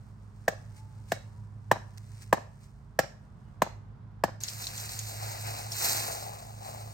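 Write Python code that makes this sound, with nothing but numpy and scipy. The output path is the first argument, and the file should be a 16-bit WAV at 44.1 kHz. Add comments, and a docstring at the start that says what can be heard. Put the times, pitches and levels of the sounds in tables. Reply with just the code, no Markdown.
"""A far engine throbs in a garden throughout, over a soft rumble of air; at first dry leaves rustle underfoot.
From half a second on, seven hammer blows drive in a steel fence post: each is a dispersive bending-wave
knock with a contact crack, a brief ring and a short outdoor echo.
From 4.4 s a roll of wire mesh is carried on the left: its wires rub, tick, snap free and ring.
Near 5.8 s it is stood up with its hardest shoves, and then it settles."""
import sys
import numpy as np
from scipy import signal
from scipy.fft import rfft, irfft
from scipy.io import wavfile
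from scipy.ndimage import uniform_filter1d

SR = 44100
rng = np.random.default_rng(int(sys.argv[2]) if len(sys.argv) > 2 else 0)


def inscribe(sig):
    """Save sig as 16-bit PCM at rate SR to the path in sys.argv[1].

    A 1-D sig is mono; a 2-D sig holds one channel per row.
    Samples are clipped to [-1, 1] before scaling.
    """
    pcm = np.round(np.clip(np.atleast_2d(sig).T, -1, 1) * 32767)
    wavfile.write(sys.argv[1], SR, pcm.astype(np.int16))


N = 305632
TIME = np.arange(N) / SR
HZ = np.maximum(np.fft.rfftfreq(N, 1 / SR), 1)

# Levels in the tables are relative: each source applies its own gains.
# spectrum of the open air: frequency_hz, level_db
AIR_SPECTRUM = [(25, -18), (50, 3.5), (90, 2.5), (125, 4.5), (200, -4), (300, -16), (500, -21), (1000, -19),
                (1600, -26.5), (2400, -38), (5000, -44), (16000, -65)]
# faint far whistles: start_s, length_s, start_hz, end_hz, level_db
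FAR_WHISTLES = [(.5, 0.59, 824, 909, -63.5), (1.205, 0.34, 890, 1032, -67), (3.432, 0.1, 2940, 2880, -80)]
# the engine's firing rate: time_s, rate_hz
FIRING_RATE = [(0, 103.5), (4.2, 103.6), (4.45, 105.9), (5.6, 106), (5.8, 106.8)]
# envelope of its throb: time_s, level_db
THROB_LEVEL = [(0.0, -55), (1.56, -48.5), (2.26, -50.5), (2.72, -61), (3.38, -64), (3.71, -54), (4.71, -50),
               (5.34, -44), (6.29, -53), (6.93, -49.5)]
# its weaker lines: multiple_of_firing_rate, level_db
ENGINE_LINES = [(.43, -69.5), (.51, -59.5), (.61, -70.5), (.77, -68), (1.28, -58.5), (1.55, -68.5),
                (2, -64.5), (4, -78)]
# steps and shuffles in dry leaves: centre_s, half_length_s, level_db
FOOTSTEPS = [(.15, 0.91, -75), (.7, 0.25, -71), (0.782, 0.024, -62), (1.128, 0.035, -51.5),
             (1.2, 0.25, -71), (1.976, 0.0015, -51), (1.981, 0.0016, -47), (1.98, 0.3, -70.5),
             (2.195, 0.12, -63), (2.223, 0.014, -54), (2.6, 0.19, -73), (2.64, 0.028, -67),
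             (3.3, 0.51, -79.5)]
# spectrum of crackling leaves: frequency_hz, level_db
LEAF_SPECTRUM = [(1200, -2.5), (2300, -1), (3300, -3.5), (4500, 0), (7000, -1.5), (9000, -0.5),
                 (10500, -11.5), (12500, -8.5), (16000, -13.5)]
# shadowing of a sound from the left: frequency_hz, left_minus_right_db
SIDE_SHADOW = [(300, 3.5), (700, 3.5), (1300, 6.5), (2000, 11.5), (3200, 1), (4400, -2), (5800, -7.5),
               (8500, -0.5), (12000, 0)]
# its delay on the right, longer for the lows, which bend round the receiver: frequency_hz, delay_s
SIDE_DELAY = [(1100, 0.00047), (1900, 0.00055), (3300, 0.000452), (5300, 0.000386), (8500, .000238),
              (10400, .00024), (14000, .00025)]
# spectra of the mesh's scrape, rattle and drone: frequency_hz, level_db
SCRAPE_SPECTRUM = [(2200, -17), (3300, 0), (4000, 7.5), (4800, 5), (7200, 6.5), (8500, 7.5), (10000, -2),
                   (12000, 5), (15300, 5), (16200, -7)]
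RATTLE_SPECTRUM = [(200, -9.5), (350, -5), (1000, 4), (1300, 2), (1800, -2.5), (2100, -0.5), (2750, 1.5),
                   (3300, -12.5), (4500, 0.5), (8000, -17)]
DRONE_SPECTRUM = [(250, -16.5), (430, -9.5), (520, -6), (680, 3.5), (790, 6.5), (900, -2), (1100, -5),
                  (1600, -22)]
# the clearest ringing wires: pitch_hz
CLEAR_WIRES = [4700, 4650, 6190, 6160, 6700, 7580, 8340, 8200, 9700, 9050]
# shoves that flex the roll: peak_s, scrape_db, rattle_db, drone_db
ROLL_SHOVES = [(4.621, -48, -57, -54), (4.788, -45, -53.5, -52), (5.11, -59.5, -70, -49),
               (5.255, -68, -49.5, -46.5), (5.48, -48, -47.5, -44.5), (5.77, -39, -48.5, -53),
               (5.852, -30.5, -40, -40), (5.96, -36, -46, -46), (6.09, -53, -56, -42),
               (6.668, -52.5, -55.5, -45.5), (6.9, -64, -75, -59)]
# wires that snag and snap free: start_s, level_db, pitch_hz, clink_t60_s
WIRE_SNAPS = [(4.405, -48.5, 6020, 0.038), (4.436, -30, 6500, 0.0085), (4.481, -38, 4140, 0.016),
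              (4.4855, -34.5, 5100, 0.0081), (4.642, -40, 3840, 0.029), (4.669, -32.5, 3980, 0.024),
              (4.778, -37.5, 6970, 0.02), (4.892, -42, 4260, 0.021), (4.9905, -33, 6700, 0.023),
              (5.7195, -34.5, 5250, 0.023), (5.827, -51, 5160, 0.028), (6.23, -50, 4740, .03)]
# reflections from the ground, fence and house: delay_s, level_db
GARDEN_ECHOES = [(.0058, -15), (0.0149, -21.5), (0.0438, -22.5), (0.0494, -26.5), (.053, -24), (0.114, -44)]
# hammer blows: start_s, knock_db, thud_db, clank_db, crack_db
HAMMER_BLOWS = [(0.4778, -20, -34.5, -26, -34), (1.117, -24, -35.5, -32, -34.5),
                (1.7117, -19.5, -25.5, -24, -31.5), (2.3253, -17, -25.5, -26, -32),
                (2.9877, -18.5, -32.5, -25, -29), (3.6171, -21.5, -27, -34, -31.5),
                (4.2352, -21, -28, -29.5, -33)]
# broad resonances of the post (a thud, two knocks, two clanks): centre_hz, width_oct, level_db, delay_s
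POST_BANDS = [(183, 0.88, -3.5, 0.0042), (596, 0.35, -3.5, 0.0013), (946, 0.24, 5, 0.0017),
              (1727, 0.12, -0.5, .0019), (2450, 0.35, -12, .0016)]
# ringing modes of the post: pitch_hz, t60_s, level_db
POST_MODES = [(485, 0.042, -33), (616, 0.14, -34.5), (790, 0.086, -22.5), (980, 0.056, -41.5),
              (1570, 0.18, -43.5), (1851, .14, -51), (2910, 0.036, -26), (3840, 0.16, -27),
              (3880, 0.25, -26.5), (4150, .15, -26.5), (4250, .2, -30.5), (6800, 0.13, -32.5)]
# spectrum of each blow's bright crack as heard, with a narrow gap near 10.5 kHz: frequency_hz, level_db
CRACK_SPECTRUM = [(500, -13), (1300, 14.5), (2300, 9.5), (3300, 2.5), (6000, 6), (8500, 4.5),
                  (10500, -13.5), (12500, 4.5), (16000, -8.5)]

TOP_HZ = 16200
# the mesh's scrape, rattle and drone, in that order; the drone of the whole mesh lasts longest
CARRIED_DB, STANDING_DB = (-46.5, -54, -68), (-59, -76.5, -63.5)
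SHOVE_T60_S = (0.94, 1.32, 2.08)


def undb(db):
    """Amplitude ratio of a level in decibels."""
    return 10 ** (np.asarray(db) / 20)


def unit(x):
    """Normalisation of power: rms 1."""
    return x / np.sqrt(np.mean(x ** 2))


def packet(x):
    """Normalisation of energy: that of 20 ms at rms 1."""
    return x * np.sqrt(SR / 50 / np.mean(np.sum(x ** 2, axis=-1)))


def gains(points, hz):
    """Frequency response interpolated between (frequency_hz, level_db) points on logarithmic axes."""
    f, db = np.transpose(points)
    return undb(np.interp(np.log(hz), np.log(f), db))


def colour(x, points):
    """Zero-phase filtering by a spectrum of (frequency_hz, level_db) points."""
    size = x.shape[-1]
    return irfft(rfft(x) * gains(points, np.maximum(np.fft.rfftfreq(size, 1 / SR), 1)), size)


def walk(rate_hz):
    """Slow random modulation of rms 1."""
    k = int(SR / rate_hz)
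    return unit(uniform_filter1d(np.repeat(rng.standard_normal(N // k + 1), k), k)[:N])


def fade(t, t60):
    """Exponential damping: 60 dB down after t60 seconds."""
    return np.exp(-np.log(1000) * t / t60)


def add(out, start_s, x):
    """Superposition of a short sound on a longer one."""
    i = max(int(start_s * SR), 0)
    out[:, i:i + x.shape[-1]] += x[..., :N - i]


def convolve(x, response):
    """Convolution with an impulse response, cut to the input's length."""
    return signal.fftconvolve(np.atleast_2d(x), np.atleast_2d(response), axes=-1)[:, :x.shape[-1]]


def ticks(rate_hz, spread_db):
    """A Poisson process: independent impulses of random size."""
    size = undb(spread_db * np.minimum(rng.exponential(size=N), 5))
    return unit((rng.random(N) < rate_hz / SR) * size * rng.standard_normal(N))


def contacts(spectrum, rate_hz, spread_db, shared):
    """Shot noise of small contacts: a direct share of the power is common to both sides, the rest scatters."""
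    direct = ticks(rate_hz, spread_db)
    scattered = np.array([ticks(rate_hz, spread_db), ticks(rate_hz, spread_db)])
    return unit(colour(np.sqrt(shared) * direct + np.sqrt(1 - shared) * scattered, spectrum))


def from_left(x):
    """Diffraction round the receiver: the sides differ in arrival time and level at each frequency."""
    lag = np.interp(HZ, *np.transpose(SIDE_DELAY))
    side = np.sqrt(gains(SIDE_SHADOW, HZ))
    return irfft(rfft(x) * np.array([side, np.exp(-2j * np.pi * HZ * lag) / side]), N)


def air(level_db=-53, side_db=-9, waver=.012):
    """Ambient noise, most coherent between the sides in the bass; far whistles waver on the way."""
    mid, side = rng.standard_normal((2, N))
    side = colour(side, [(150, side_db), (1200, -1.2)])
    rumble = unit(colour(mid + np.array([side, -side]), AIR_SPECTRUM))
    out = undb(level_db + walk(1)) * rumble * undb([[-1.2], [1.2]])
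    for start_s, length_s, start_hz, end_hz, db in FAR_WHISTLES:
        progress = np.linspace(0, 1, int(length_s * SR))
        hz = (start_hz + (end_hz - start_hz) * progress) * (1 + waver * walk(60)[:len(progress)])
        envelope = undb(db + 3.3 * walk(25)[:len(progress)]) * np.sin(np.pi * progress)
        add(out, start_s, envelope * np.sin(2 * np.pi * np.cumsum(hz) / SR))
    return out


def engine(firing_db=3, second_hz=110.4, second_db=-7.5, in_step_s=5.25, waver_db=0.63, wobble_rad=0.13):
    """Beating: a far engine's firing note and a hum close in pitch throb at their difference frequency."""
    def line(cycles, db):
        """A spectral line with slight amplitude and phase modulation."""
        amplitude = np.sqrt(2) * undb(db + waver_db * walk(5.5))
        return amplitude * np.sin(2 * np.pi * cycles + wobble_rad * walk(25))

    firings = np.cumsum(np.interp(TIME, *np.transpose(FIRING_RATE))) / SR
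    firings -= np.interp(in_step_s, TIME, firings)
    throb = line(firings, 0) + line(second_hz * (TIME - in_step_s), second_db)
    hum = throb * undb(np.interp(TIME, *np.transpose(THROB_LEVEL)) + firing_db)
    hum += sum(line(multiple * firings + rng.random(), db) for multiple, db in ENGINE_LINES)
    return hum * undb([[-1.6], [1.6]])


def leaves(level_db=-1, still_db=-94):
    """Modulated shot noise: dry leaves crackle under shifting feet on the left."""
    steps = sum(undb(db) * np.exp(-((TIME - s) / half_s) ** 2) for s, half_s, db in FOOTSTEPS)
    envelope = (undb(still_db) + steps) * undb(level_db + walk(14))
    return from_left(envelope * contacts(LEAF_SPECTRUM, rate_hz=6000, spread_db=3.0, shared=.85))


def handling(carried_db, standing_db, shove_db, t60,
             start_s=4.402, end_s=5.6, onset_s=0.0088, rise_s=0.055, hold_s=0.012):
    """Incoherent addition: carrying, standing and shoves sum in power to one envelope of the mesh."""
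    carried = undb(carried_db) * fade(np.maximum(TIME - end_s, 0), t60)
    power = carried ** 2 + undb(standing_db) ** 2
    for (peak_s, *_), db in zip(ROLL_SHOVES, shove_db):
        rise = np.exp(-(np.minimum(TIME - peak_s, 0) / rise_s) ** 2)
        decay = fade(np.maximum(TIME - peak_s - hold_s, 0), t60)
        power += (undb(db) * rise * decay) ** 2
    return np.sqrt(power) * np.clip((TIME - start_s) / onset_s, 0, 1)  # the mesh sound starts abruptly


def mesh_ring(clear_db=4, ring_t60=0.17, count=700):
    """Modal superposition: hundreds of short wire spans each ring at their own note; a few stand out."""
    t = TIME[:SR // 4]
    notes = np.concatenate([CLEAR_WIRES, rng.uniform(3800, TOP_HZ, count)])
    sizes = np.concatenate([np.full(len(CLEAR_WIRES), undb(clear_db)), rng.random(count)])
    wires = sum(size * np.sin(2 * np.pi * (hz * t + rng.random())) for hz, size in zip(notes, sizes))
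    return wires * fade(t, ring_t60)


def wire_roll(scrape_db=-0.5, rattle_db=3, drone_db=2, ring_db=-6, tick_db=-4,
              treble_hz=10200, brighten=0.19, even_db=-31.5):
    """Friction and impact: thousands of contacts scrape and rattle, the wires ring and the mesh drones."""
    shove_levels = np.transpose(ROLL_SHOVES)[1:]
    scrape_env, rattle_env, drone_env = map(handling, CARRIED_DB, STANDING_DB, shove_levels, SHOVE_T60_S)
    rubbing = undb(1.7 * walk(45)) * contacts(SCRAPE_SPECTRUM, rate_hz=7000, spread_db=-0.5, shared=0.88)
    ticking = contacts(SCRAPE_SPECTRUM, rate_hz=360, spread_db=1.5, shared=0.75)
    scrape = undb(scrape_db) * scrape_env * (rubbing + undb(tick_db) * ticking)
    scrape += undb(ring_db) * np.std(scrape) * unit(convolve(scrape, mesh_ring()))
    # a harder scrape is brighter: the top treble gains `brighten` dB per dB of envelope over even_db
    treble = irfft(rfft(scrape) * (HZ > treble_hz), N)
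    scrape += treble * ((scrape_env / undb(even_db)) ** brighten - 1)
    rattle_env *= undb(rattle_db + 0.67 * walk(35))
    rattle = rattle_env * contacts(RATTLE_SPECTRUM, rate_hz=5000, spread_db=-0.5, shared=0.93)
    drone = undb(drone_db) * drone_env * contacts(DRONE_SPECTRUM, rate_hz=3700, spread_db=2.0, shared=1)
    return from_left(scrape + rattle + drone)


def snaps(tick_db=-8, clink_db=-5, mode_ratios=(1, 1.06, 1.39, 1.8)):
    """Free vibration after release: a snagged wire slips with a tick and clinks in inharmonic modes."""
    out, t = np.zeros((2, N)), TIME[:SR // 5]
    for start_s, db, hz, t60 in WIRE_SNAPS:
        burst = rng.standard_normal((2, len(t))) * fade(t, 0.11)
        tick = packet(colour(burst, [(900, -24), (4000, 13), (7000, 14), (16000, -24)]))
        modes = sum(np.sin(2 * np.pi * (k * hz * t + rng.random((2, 1)))) / k ** 2 for k in mode_ratios)
        clink = packet(modes * fade(t, t60))
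        add(out, start_s, undb(db) * (undb(tick_db) * tick + undb(clink_db) * clink))
    return out


def garden_response(t, scatter_db, scatter_t60, tail_db, tail_t60):
    """Reflection and scattering: direct sound, nearby scatter, echoes and a duller tail from the trees."""
    near, far = rng.standard_normal((2, 2, len(t)))
    far = colour(far, [(6000, 3.5), (15000, -12.5)])
    response = undb(scatter_db) * near * fade(t, scatter_t60) * (1 - fade(t, 0.0068))
    response += undb(tail_db) * far * fade(t, tail_t60) * (1 - fade(t, 0.053))
    response[:, 0] += 1
    for delay_s, db in GARDEN_ECHOES:
        lag = rng.normal(delay_s, 0.00026, (2, 1))  # each echo comes from its own direction
        bump = np.exp(-((t - lag) * SR / 4) ** 2)  # rough surfaces return no treble
        response += undb(db) * bump / bump.sum(axis=1, keepdims=True)
    return response


def bending_wave(t, centre_hz, width_oct, delay_s, dispersion=0.0799):
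    """Dispersion: a pulse in one band of the post takes delay_s + dispersion / sqrt(hz), so treble leads."""
    hz = np.maximum(np.fft.rfftfreq(len(t), 1 / SR), 1)
    band = np.exp(-.5 * (np.log2(hz / centre_hz) / width_oct) ** 2)
    travel = np.exp(-2j * np.pi * (delay_s * hz + 2 * dispersion * np.sqrt(hz)))
    return packet(irfft(band * travel, len(t)) * (t < t[-1] / 2))


def hammering(level_db=-1, crack_t60=.04, crack_delay_s=0.0024, ring_db=-28, firm_db=-25.5, hardening=0.63):
    """Impact excitation: each blow cracks on the steel and launches bending waves; the post's modes ring."""
    out, t = np.zeros((2, N)), TIME[:SR // 2]
    waves = [undb(db) * bending_wave(t, hz, width, delay_s) for hz, width, db, delay_s in POST_BANDS]
    crack_age = np.maximum(t - crack_delay_s, 0)
    crack_env = fade(crack_age, crack_t60) * (1 - fade(crack_age, 0.0038))
    for start_s, knock_db, thud_db, clank_db, crack_db in HAMMER_BLOWS:
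        upper_knock_db = thud_db + hardening * (thud_db - firm_db)  # firm blows drive this band harder
        band_db = thud_db, knock_db, upper_knock_db, clank_db, (clank_db + thud_db) / 2
        knock = sum(undb(db) * wave for db, wave in zip(band_db, waves))
        garden = garden_response(t, scatter_db=-27.5, scatter_t60=0.048, tail_db=-54, tail_t60=0.49)
        knock = convolve(knock, garden) * undb([[.6], [-.6]])
        grit = rng.standard_normal((2, len(t))) + rng.standard_normal(len(t))
        crack = undb(crack_db) * packet(colour(grit * crack_env, CRACK_SPECTRUM))
        garden = garden_response(t, scatter_db=-43.5, scatter_t60=0.018, tail_db=-42, tail_t60=0.35)
        crack = convolve(crack, garden) * undb([[-1.5], [1.5]])
        blow = undb(level_db) * (knock + crack)
        # every blow lands a little differently and shares its force anew among the modes
        ring = sum(undb(db + rng.standard_normal()) * fade(t, t60) * np.cos(2 * np.pi * hz * t)
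                   for hz, t60, db in POST_MODES)
        add(out, start_s, blow + undb(ring_db) * convolve(blow, ring))
    return out


def scene():
    """Linear superposition of all the sources in the garden."""
    return hammering() + wire_roll() + snaps() + leaves() + engine() + air()


def record(dry):
    """Band limiting: a steep low-pass filter removes the treble above TOP_HZ."""
    return signal.sosfilt(signal.ellip(10, .2, 80, TOP_HZ, fs=SR, output="sos"), dry)


dry = scene()
out = record(dry)
inscribe(out)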